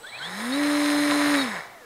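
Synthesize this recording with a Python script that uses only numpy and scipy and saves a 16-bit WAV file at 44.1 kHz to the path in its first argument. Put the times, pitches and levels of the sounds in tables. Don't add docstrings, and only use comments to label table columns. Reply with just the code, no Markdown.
import sys
import numpy as np
from scipy import signal
from scipy.fft import rfft, irfft
from scipy.io import wavfile
from scipy.ndimage import uniform_filter1d

SR = 44100
rng = np.random.default_rng(int(sys.argv[2]) if len(sys.argv) > 2 else 0)


def inscribe(sig):
    pcm = np.round(np.clip(np.atleast_2d(sig).T, -1, 1) * 32767)
    wavfile.write(sys.argv[1], SR, pcm.astype(np.int16))


def volts_from_db(level):
    exponent = np.asarray(level, float) / 20
    return 10 ** exponent


N = 81585
T = np.arange(N) / SR

# time in seconds, blade passages in Hz.
BLADE_RATE = [(0, 63), (.045, 70), (.12, 104), (.18, 127), (.27, 171), (.345, 189), (.44, 234), (.48, 243),
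              (.55, 279), (.595, 290.8), (.7, 292.8), (1.1, 292), (1.33, 290.5), (1.425, 268), (1.5, 214),
              (1.6, 156), (1.7, 112), (1.85, 77)]
# time in seconds, blade tone in dB, air rush in dB, treble lift of the rush
# in dB, motor whine in dB as the nose turns to the camera.
PROPELLER = [(0, -86, -89, 2, -4), (.07, -77, -51.5, 0, 2), (.14, -64, -50, -6, 2),
             (.24, -50, -38.5, -1, 2), (.33, -43, -37, 0.5, 1.5), (.42, -35, -32.5, 1.5, 0.5),
             (.5, -29, -33, 1.5, 3.5), (.58, -24, -31.5, 2, -3.5), (.72, -23.5, -28.5, 1.5, -3),
             (.9, -23, -28, 2, 0), (1.15, -23.5, -27, 1.5, -0.5), (1.35, -22.5, -25.5, 1, -3),
             (1.42, -26.5, -28, 1, 3), (1.5, -36.5, -32, -1, 3), (1.58, -47.5, -33.5, -2.5, 3),
             (1.65, -65.5, -42, -3.5, 0), (1.72, -67.5, -50, -5, -6), (1.85, -85, -62, 3, 0)]
# multiple of the blade rate, level in dB re the blade tone, wobble in dB.
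PARTIALS = [(.5, -31, 4), (1.5, -30, 4), (2, -11, 1.5), (3, -28, 4), (4, -23, 3)]
# frequency in Hz, width in Hz, level in dB.
LOW_BODY = [(167, 380, -9), (485, 368, -2.5), (781, 340, 1.5), (1025, 130, 7), (1226, 403, 1),
            (1858, 710, 5.5), (2318, 100, 1.5)]
# frequency in Hz, width in Hz, level in dB.
HIGH_BODY = [(3854, 980, -5), (5224, 560, -8), (6473, 660, -12), (7500, 1500, -20)]
# frequency in Hz, width in Hz, level in dB.
TIP_BODY = [(9110, 1000, -10), (10870, 930, -17), (11870, 740, -20)]
# frequency in Hz, width in Hz, level in dB.
SLOW_BODY = [(775, 290, -14.5)]
# multiple of the blade rate, bell mode in Hz, width in Hz, level in dB.
DRIVEN_ORDERS = [(21, 1520, 150, -40), (21, 1800, 350, -49), (21, 2400, 400, -41), (21, 3370, 520, -39),
                 (21, 3890, 110, -45), (21, 6140, 200, -55), (10.5, 1530, 170, -40), (10.5, 1740, 120, -46),
                 (14, 3800, 180, -34), (14, 4030, 350, -40), (16, 4340, 200, -39), (42, 3490, 240, -45),
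                 (42, 3930, 200, -52), (7, 450, 60, -53), (7, 620, 120, -54), (6.5, 730, 80, -51),
                 (13, 840, 100, -55), (4.5, 1020, 80, -43), (4.5, 830, 60, -43), (28, 4450, 250, -52)]
# multiple of the blade rate, bell mode in Hz,
# width in Hz, level in dB.
COASTING_ORDERS = [(21, 1720, 400, -55), (21, 2100, 300, -58), (7, 690, 160, -51), (6, 485, 70, -54)]
# time in seconds, level in dB.
RATTLE = [
    (0, -65),
    (.04, -52),
    (.1, -46.5),
    (.22, -41.5),
    (.3, -46.5),
    (.4, -50),
    (.5, -78),
]
# frequency in Hz, width in Hz, level in dB.
RATTLE_MODES = [(3990, 160, 0.5), (3340, 480, -8), (4310, 200, -7.5)]
# time in seconds, level in dB, frequency in Hz.
SWITCHING = [
    (0, -59, 7796),
    (.2, -58, 7762),
    (.35, -61, 7742),
    (.42, -75, 7735),
    (1.42, -72, 7712),
    (1.49, -54, 7726),
    (1.55, -57, 7741),
    (1.61, -65, 7760),
    (1.66, -85, 7770),
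]
# multiple of the blade rate added to the clock, level in dB re the switching tone,
# fading time in seconds.
SIDEBANDS = [(7, -4, .37), (21, -7, .1), (10.5, -5, .26)]
# frequency in Hz, density in dB per Hz.
FIELD_SPECTRUM = [(20, -14), (60, -25), (250, -16), (600, -10.5), (1300, -12.5), (2500, -21), (6000, -27),
                  (15600, -32)]


def curve(table, column=1):
    rows = np.array(table, float)
    return uniform_filter1d(np.interp(T, rows[:, 0], rows[:, column]), size=400)


def unit(x):
    return x / np.sqrt(np.mean(x ** 2))


def walk(rate):
    hold = int(SR / rate)
    levels = rng.standard_normal(N + 1)[:N // hold + 1]
    slewed = uniform_filter1d(np.repeat(levels, hold), hold)
    return 0.64 * uniform_filter1d(slewed, hold)[:N]


def ring(x, modes):
    out = 0
    for k, (hz, width, db) in enumerate(modes):
        b, a = signal.iirpeak(hz, hz / width, fs=SR)
        once = signal.lfilter(b, a, x)
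        out = out + (-1) ** k * volts_from_db(db) * signal.lfilter(b, a, once)
    return out


def tone(turns):
    return np.sqrt(2) * np.cos(2 * np.pi * turns)


def field():
    hz = np.fft.rfftfreq(N, 1 / SR) + 1
    rows = np.array(FIELD_SPECTRUM)
    shape = volts_from_db(np.interp(np.log(hz), np.log(rows[:, 0]), rows[:, 1]))
    hiss = unit(irfft(rfft(rng.standard_normal(N)) * shape, N))
    level_db = -51.5 + 1
    return hiss * volts_from_db(level_db + 1.0 * walk(8.5))


def controller(turns):
    clock = np.cumsum(curve(SWITCHING, column=2)) / SR
    out = tone(clock) * volts_from_db(1.0 * walk(29))
    for k, db, until_s in SIDEBANDS:
        fade = 1 / (1 + (T / until_s) ** 12)
        out = out + volts_from_db(db + 2.0 * walk(30)) * tone(clock + k * turns) * fade
    return out * volts_from_db(curve(SWITCHING))


def rattle():
    knocks_per_s, scatter_db = 980, 3
    struck = rng.random(N) < knocks_per_s / SR
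    knocks = struck * volts_from_db(scatter_db * rng.standard_normal(N))
    return unit(ring(knocks, RATTLE_MODES)) * volts_from_db(curve(RATTLE) + 3 * walk(35.5))


def orders(rows, hz, turns):
    wobble_db = 3
    out = 0
    for k, mode_hz, width, db in rows:
        near = 1 / (1 + (2 * (k * hz - mode_hz) / width) ** 6)
        out = out + near * volts_from_db(db + wobble_db * walk(61.85)) * tone(k * turns)
    return out


def motor(hz, turns):
    power_off_s, power_fade_s = 1.432, .005
    driven = .5 - .5 * np.tanh((T - power_off_s) / power_fade_s)
    whine = volts_from_db(curve(PROPELLER, column=4)) * orders(DRIVEN_ORDERS, hz, turns)
    cogging = orders(COASTING_ORDERS, hz, turns)
    return driven * whine + (1 - driven) * cogging + rattle()


def slaps(turns, speed, timing, strength):
    jitter_turns, scatter_db, level_db = .08, 4.5, -9
    passes = np.arange(1, int(turns[-1]))
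    moments = np.searchsorted(turns, passes + jitter_turns * timing[passes])
    impulses = np.zeros(N)
    impulses[moments] = -volts_from_db(scatter_db * strength[passes])
    return volts_from_db(level_db) * unit(ring(impulses, [(1700, 2200, 0)])) * speed ** 2


def rush(turns, hz):
    chop_depth, chop_sharpness, lag_turns = .8, 1.6, .02
    blade_scatter_db, swirl_db = 1.5, 1.3
    unchopped_db = -8.5
    tip_lift, slow_lift = 2.26, -3.3
    speed = hz / hz.max()
    gain, timing, strength = rng.standard_normal((N // 50, 3)).T
    sweep = (.5 + .5 * np.cos(2 * np.pi * (turns - lag_turns))) ** chop_sharpness
    each_pass = volts_from_db(blade_scatter_db * gain)[(turns + .5 - lag_turns).astype(int)]
    depth = chop_depth * speed
    chopped = rng.standard_normal(N) * (1 - depth + depth * sweep * each_pass)
    air = chopped + volts_from_db(unchopped_db) * rng.standard_normal(N)

    lift_db = curve(PROPELLER, column=3)
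    low = ring(chopped, LOW_BODY) + ring(air, SLOW_BODY) * volts_from_db(slow_lift * lift_db)
    finest = ring(rng.standard_normal(N), [(14000, 3500, -23.5)])
    tips = ring(air, TIP_BODY) + 0.44 * finest
    high = ring(air, HIGH_BODY) * volts_from_db(lift_db) + tips * volts_from_db(tip_lift * lift_db)

    scale = 1 / np.sqrt(np.mean(low ** 2))
    swirling = low * volts_from_db(swirl_db * walk(14.98)) + high * volts_from_db(0.45 * walk(15))
    mix = scale * swirling + slaps(turns, speed, timing, strength)
    return mix * volts_from_db(curve(PROPELLER, column=2))


def blades(turns, hz):
    speed = hz / hz.max()
    stack = tone(turns) * volts_from_db(0.56 * walk(29))
    for k, db, wobble_db in PARTIALS:
        stack = stack + volts_from_db(db + wobble_db * walk(24.4)) * tone(k * turns) * speed
    return -stack * volts_from_db(curve(PROPELLER))


def scene():
    hz = curve(BLADE_RATE)
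    turns = np.cumsum(hz) / SR
    near = controller(turns) + motor(hz, turns) + rush(turns, hz) + blades(turns, hz)
    return (field() + near)[None, :]


def top_cut(x):
    return signal.sosfilt(signal.butter(12, 16060, fs=SR, output="sos"), x)


def record(dry):
    low_pass = signal.ellip(10, .2, 70, 15700, fs=SR, output="sos")
    mix = signal.sosfilt(low_pass, dry)
    return top_cut(mix)


dry = scene()
out = record(dry)
inscribe(out)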